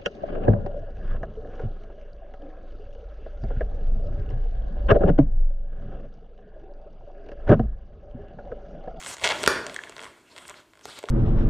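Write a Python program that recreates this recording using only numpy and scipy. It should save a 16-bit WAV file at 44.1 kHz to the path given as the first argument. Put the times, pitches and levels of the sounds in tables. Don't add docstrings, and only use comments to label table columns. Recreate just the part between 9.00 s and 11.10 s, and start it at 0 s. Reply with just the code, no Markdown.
import sys
import numpy as np
from scipy import signal
from scipy.fft import rfft, irfft
from scipy.io import wavfile
from scipy.ndimage import uniform_filter1d, minimum_filter1d

SR = 44100
rng = np.random.default_rng(int(sys.argv[2]) if len(sys.argv) > 2 else 0)


def wav_record(signal):
    frames = np.transpose(np.atleast_2d(signal))
    bounded = np.clip(frames, -1, 1)
    quanta = np.round(bounded * 32767).astype(np.int16)
    wavfile.write(sys.argv[1], SR, quanta)


N = 92610

# pitch_hz [Hz], level_db [dB], t60_s [s]
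SKIN_MODES = [(421, -8.5, 0.034), (636, -5.5, 0.022), (898, -8.5, 0.019), (1069, -7, 0.026),
              (1446, -7, 0.018), (1696, -6.5, 0.015), (2156, -3.5, 0.0095), (2667, -3.5, 0.00685),
              (3222, -0.5, 0.0058), (4115, 1.5, 0.002), (5780, -6.5, 0.0036), (6944, -4, 0.0029),
              (8110, -1.5, 0.0023), (12380, -8.5, 0.001)]
COLOUR_CENTRE_HZ = 1750


def amp(db):
    return 10 ** (np.asarray(db) / 20)


def unit(x):
    return x / np.sqrt(np.mean(x ** 2) + 1e-20)


def band_noise(low_hz, high_hz, length):
    band = signal.butter(2, [low_hz, high_hz], "band", fs=SR, output="sos")
    return signal.sosfilt(band, rng.standard_normal(length))


def ring(x, hz, t60):
    radius = amp(-60 / (t60 * SR))
    angle = 2 * np.pi * hz / SR
    return signal.lfilter([0, np.sin(angle)], [1, -2 * radius * np.cos(angle), radius ** 2], x + 1e-18)


def swell(x, hz, t60):
    rise_share = 0.084
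    radius = amp(-60 / (t60 * rise_share * SR))
    angle = 2 * np.pi * hz / SR
    zeros = [(1 - radius ** 2) / 2, 0, (radius ** 2 - 1) / 2]
    broad = signal.lfilter(zeros, [1, -2 * radius * np.cos(angle), radius ** 2], x + 1e-18)
    return ring(broad, hz, t60)


def floor(handling):
    # [dB, relative]
    tone_shape = [(30, -70), (345, -5), (486, -21), (1760, -24.5), (16000, -38)]
    tone_db, rumble_db, lump_db = -64, -72.5, 4
    shake_db = -32.5
    busy = np.sqrt(np.maximum(uniform_filter1d(handling ** 2, size=1500), 0))
    hz, db = np.transpose(tone_shape)
    log_hz = np.log(np.fft.rfftfreq(N, 1 / SR) + 1)
    tone = irfft(rfft(rng.standard_normal(N)) * amp(np.interp(log_hz, np.log(hz), db)), N)
    rumble = unit(band_noise(40, 129, N))
    lumps = np.interp(np.arange(N), np.linspace(0, N, 30), rng.standard_normal(30))
    rumble_gain = (amp(rumble_db) + amp(shake_db) * busy) * amp(lump_db * lumps)
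    return amp(tone_db) * unit(tone) + rumble_gain * rumble


def catches():
    catches_per_s, spread_db = 8100, 2.5
    happens = rng.random(N) < catches_per_s / SR
    strength = amp(spread_db * np.minimum(rng.exponential(1, N), 4))
    return happens * strength * rng.choice([-1, 1], N)


def slide():
    # time_s [s], level_db [dB], brightness [dB per octave]
    strokes = [(0, -49, 7), (0.054, -44.5, 4), (0.099, -38, 5.5), (0.146, -46, 7), (.16, -58.5, -0.5),
               (0.231, -41, 5), (.34, -34, 0.5), (0.421, -33.5, -0.5), (.7, -42.5, -1), (.94, -52, 1.5),
               (1.05, -45, -1.5), (1.13, -56, 0.5), (1.27, -62, 1.5), (1.32, -52, -1.5), (1.42, -51.5, 3),
               (1.49, -55, 3), (1.6, -51, 1.5), (1.641, -70, 0.5), (1.82, -60, 0.5), (1.87, -55, 6.5),
               (1.89, -43.5, 2), (1.95, -56.5, 6), (1.991, -42, 1), (2.005, -67, 6.5), (2.1, -48, -7)]
    wander_db = 5
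    time_s, level_db, brightness = np.transpose(strokes)
    t = np.arange(N) / SR
    level_db = np.interp(t, time_s, level_db)
    brightness = np.interp(t, time_s, brightness)
    trains = [catches(), catches()]
    knots = np.linspace(0, N, 60)
    wander = wander_db * rng.standard_normal(size=(len(SKIN_MODES), len(knots)))
    rings = 0
    for k, (hz, mode_db, t60) in enumerate(SKIN_MODES):
        grip_db = np.interp(np.arange(N), knots, wander[k])
        tilt_db = brightness * np.log2(hz / COLOUR_CENTRE_HZ)
        rings = rings + amp(mode_db + grip_db + tilt_db) * ring(trains[k % 2], hz, t60 * 0.7)
    return amp(level_db) * unit(rings)


def creak_slips():
    # start_s [s], end_s [s], first_gap_ms [ms], last_gap_ms [ms], first_db [dB], last_db [dB],
    # brightness [dB per octave], narrowness [dB per octave squared]
    creaks = [(.004, 0.048, 10.88, 11, -39, -34.5, 6, 2.5), (0.168, 0.202, 15.2, 13, -36, -40, 1.5, 0.5),
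              (1.0046, 1.048, 11.7, 6.62, -37, -31.5, 0, 0.5), (1.054, 1.093, 11, 7.6, -35, -45.5, 2.5, 6),
              (1.735, 1.817, 19.7, 18.2, -49.5, -48, 1, 1), (0.2145, 0.239, 5.47, 5.16, -30, -29, -3, 2),
              (0.2425, 0.278, 3.8, 6.26, -11, -16, 1, 2), (0.2983, 0.324, 4.6, 3.0, -17, -18.5, -0.5, 2),
              (1.3635, 1.376, 4.1, 3.9, -40, -49, 1.5, 0.5), (1.4958, 1.515, 5.2, 5.1, -38, -36, -2, 2)]
    jitter_db = 0.5
    rows = []
    for start, end, first_gap, last_gap, first_db, last_db, brightness, narrowness in creaks:
        s = start
        while s < end:
            done = (s - start) / (end - start)
            level_db = first_db + (last_db - first_db) * done + jitter_db * rng.normal()
            rows.append((s, level_db, brightness, narrowness))
            s += (first_gap + (last_gap - first_gap) * done) / 1000
    return rows


def slips():
    # time_s [s], level_db [dB], brightness [dB per octave], narrowness [dB per octave squared]
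    lone_slips = [(0.0629, -28.5, 1, 1), (0.0686, -32.5, -0.5, 3), (0.2385, -20, 3, 2),
                  (0.29, -19, 1, -0.5), (0.416, -44.5, 0, 19), (0.4331, -28, -1, -2.5),
                  (0.4384, -19.5, 2, 0.5), (0.4629, -15, 4.5, 2), (0.6666, -30.5, 3.5, 0),
                  (0.6972, -30.5, 6, 5), (0.7442, -36, 10, 2), (0.7633, -30.5, 9.5, 3.5),
                  (0.8368, -31, 7.5, 4), (0.8959, -37.5, 0, -1), (0.9229, -34.5, -0.5, 5),
                  (0.966, -33.5, 0.5, 1), (0.981, -33.5, 1.5, 1), (0.9934, -30, 6.5, 9),
                  (1.3799, -35.5, 3, 0.5), (1.385, -39.5, 4.5, 1), (1.453, -36, 0.5, 4.5),
                  (1.4806, -56, 15, 1), (1.4969, -64.5, 32.5, 6.5), (1.4897, -36, -0.5, 2.5),
                  (1.5421, -35, 4, 25), (1.855, -36.5, 0.5, -2.5), (1.9896, -41.5, 3.5, -1.5),
                  (2.0291, -38.5, 0.5, 0.5), (2.039, -34.5, -4, -1.5), (2.056, -46.5, 14, 6),
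                  (2.0873, -28.5, -2, 0.5), (2.0946, -35.5, 3, 0)]
    scatter_db, tear_ms = 2.5, 0.5
    pinch_start_s, pinch_end_s, pinch_low_hz, pinch_high_hz, pinch_db = 0.2, 0.335, 980, 1900, -7
    s, level_db, brightness, narrowness = np.transpose(lone_slips + creak_slips())
    scatter = scatter_db * rng.normal(0, 1, size=(len(s), len(SKIN_MODES)))
    late = rng.random(size=(len(s), len(SKIN_MODES)))
    out = 0
    for k, (hz, mode_db, t60) in enumerate(SKIN_MODES):
        octave = np.log2(hz / COLOUR_CENTRE_HZ)
        colour_db = brightness * octave - narrowness * octave ** 2
        gain = amp(level_db + mode_db + colour_db + scatter[:, k])
        if pinch_low_hz < hz < pinch_high_hz:
            gain = gain * amp(pinch_db * (s > pinch_start_s) * (s < pinch_end_s))
        force = np.zeros(N + SR)
        strike = ((s + (late[:, k] - 1) * tear_ms / 1000) * SR).astype(int)
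        np.add.at(force, strike, gain * (-1) ** k)
        out = out + swell(force[:N], hz, t60)
    return out


def room(x):
    # pitch_hz [Hz], level_db [dB, before the swell], t60_s [s]
    echo_table = [(100, -13.5, 0.68), (415, -8, 0.62), (1520, -6.5, 0.5), (3920, -10, 0.512),
                  (12000, -11.5, 0.2)]
    gap_s, swell_s = 0.0051, 0.0069
    near_db, near_t60_s = -10.5, 0.047
    t, tail = np.arange(SR) / SR, 0
    hz, db, t60 = np.transpose(echo_table)
    for low in 80 * 2.0 ** np.arange(0, 7.6, .5):
        band = band_noise(low, low * np.sqrt(2), SR)
        log_centre = np.log(low) + np.log(2) / 4
        decay = amp(-60 * t / np.interp(log_centre, np.log(hz), t60))
        level = amp(np.interp(log_centre, np.log(hz), db))
        tail = tail + level * band * decay / np.sqrt((decay ** 2).sum())
    tail = tail * (1 - np.exp(-np.maximum(t - gap_s, 0) / swell_s))
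    near = rng.standard_normal(SR) * amp(-60 * t / near_t60_s)
    tail = tail + amp(near_db) * near / np.sqrt((near ** 2).sum())
    return signal.fftconvolve(x, tail)[:N]


def snap():
    # pitch_hz [Hz], level_db [dB], t60_s [s]
    shudder_modes = [(394, 1, 0.018), (1418, -0.5, 0.019)]
    snap_s, push_db, push_ms = 0.4756, 9.5, 0.072
    rip_db, rip_ms, rip_hz = -4.5, 3.65, 2424
    ms = np.maximum(np.arange(N) / SR - snap_s, 0) * 1000
    push = ms / push_ms * np.exp(1 - ms / push_ms)
    shudder = 0
    for hz, db, t60 in shudder_modes:
        decay_db = .06 * ms / t60
        shudder = shudder - np.sin(2 * np.pi * hz * ms / 1000) * amp(db - decay_db)
    rip = unit(signal.lfilter([1], [1, -np.exp(-2 * np.pi * rip_hz / SR)], rng.standard_normal(N)))
    rip = rip * (ms > push_ms) * np.exp(-(ms / rip_ms) ** 4)
    return amp(push_db) * push + shudder + amp(rip_db) * rip


def squeaks():
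    # time_s [s], peak_db [dB], pitch_hz [Hz]
    squeak_table = [(.763, -24, 1750), (.79, -22.5, 1710), (0.8725, -34.5, 1700), (1.8553, -31.5, 720),
                    (1.8805, -41, 405), (2.0875, -28.5, 1070)]
    t60_s = 0.01615
    out = 0
    for s, peak_db, hz in squeak_table:
        click = 1.0 * (np.arange(N) == int(s * SR))
        ringing = swell(click, hz, t60_s)
        out = out + amp(peak_db) * ringing / np.abs(ringing).max()
    return out


def rubs():
    # start_s [s], end_s [s], level_db [dB], centre_hz [Hz]
    rub_table = [(1.454, 1.5, -53.5, 8090), (1.827, 1.863, -54.5, 5960), (1.871, 1.94, -49, 4170),
                 (1.952, 2.008, -52.5, 4270)]
    half_width = 0.15
    out, t = 0, np.arange(N) / SR
    for start, end, db, hz in rub_table:
        hiss = unit(band_noise(hz * (1 - half_width), hz * (1 + half_width), N))
        stroke = np.sin(np.pi * np.clip((t - start) / (end - start), 0, 1))
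        out = out + amp(db) * stroke * hiss
    return out


def scene():
    mic_low_hz, mic_high_hz = 152, 10200
    balloon = slips() + slide() + snap() + rubs()
    balloon = signal.sosfilt(signal.butter(2, mic_high_hz, fs=SR, output="sos"), balloon)
    balloon = signal.lfilter(*signal.butter(1, mic_low_hz, "high", fs=SR), balloon)
    squeaking = squeaks()
    heard = balloon + squeaking + room(balloon + .5 * squeaking)
    return np.tile(heard + floor(heard), (2, 1))


def record(dry):
    ceiling_db, release_db_per_s, attack_ms = 0, 706.5, 0.41
    clip_level, cutoff_hz = 1, 16200
    over_db = np.maximum(20 * np.log10(np.abs(dry[0]) + 1e-9) - ceiling_db, 0)
    ramp = release_db_per_s * np.arange(N) / SR
    held_db = np.maximum.accumulate(over_db + ramp) - ramp
    lead = int(attack_ms * SR / 1000)
    widest_db = -minimum_filter1d(-held_db, size=2 * lead + 1)
    cut_db = uniform_filter1d(widest_db, size=2 * lead + 1)
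    limited = np.clip(dry * amp(-cut_db), -clip_level, clip_level)
    return signal.sosfilt(signal.cheby2(12, 70, cutoff_hz, fs=SR, output="sos"), limited)


dry = scene()
out = record(dry)
wav_record(out)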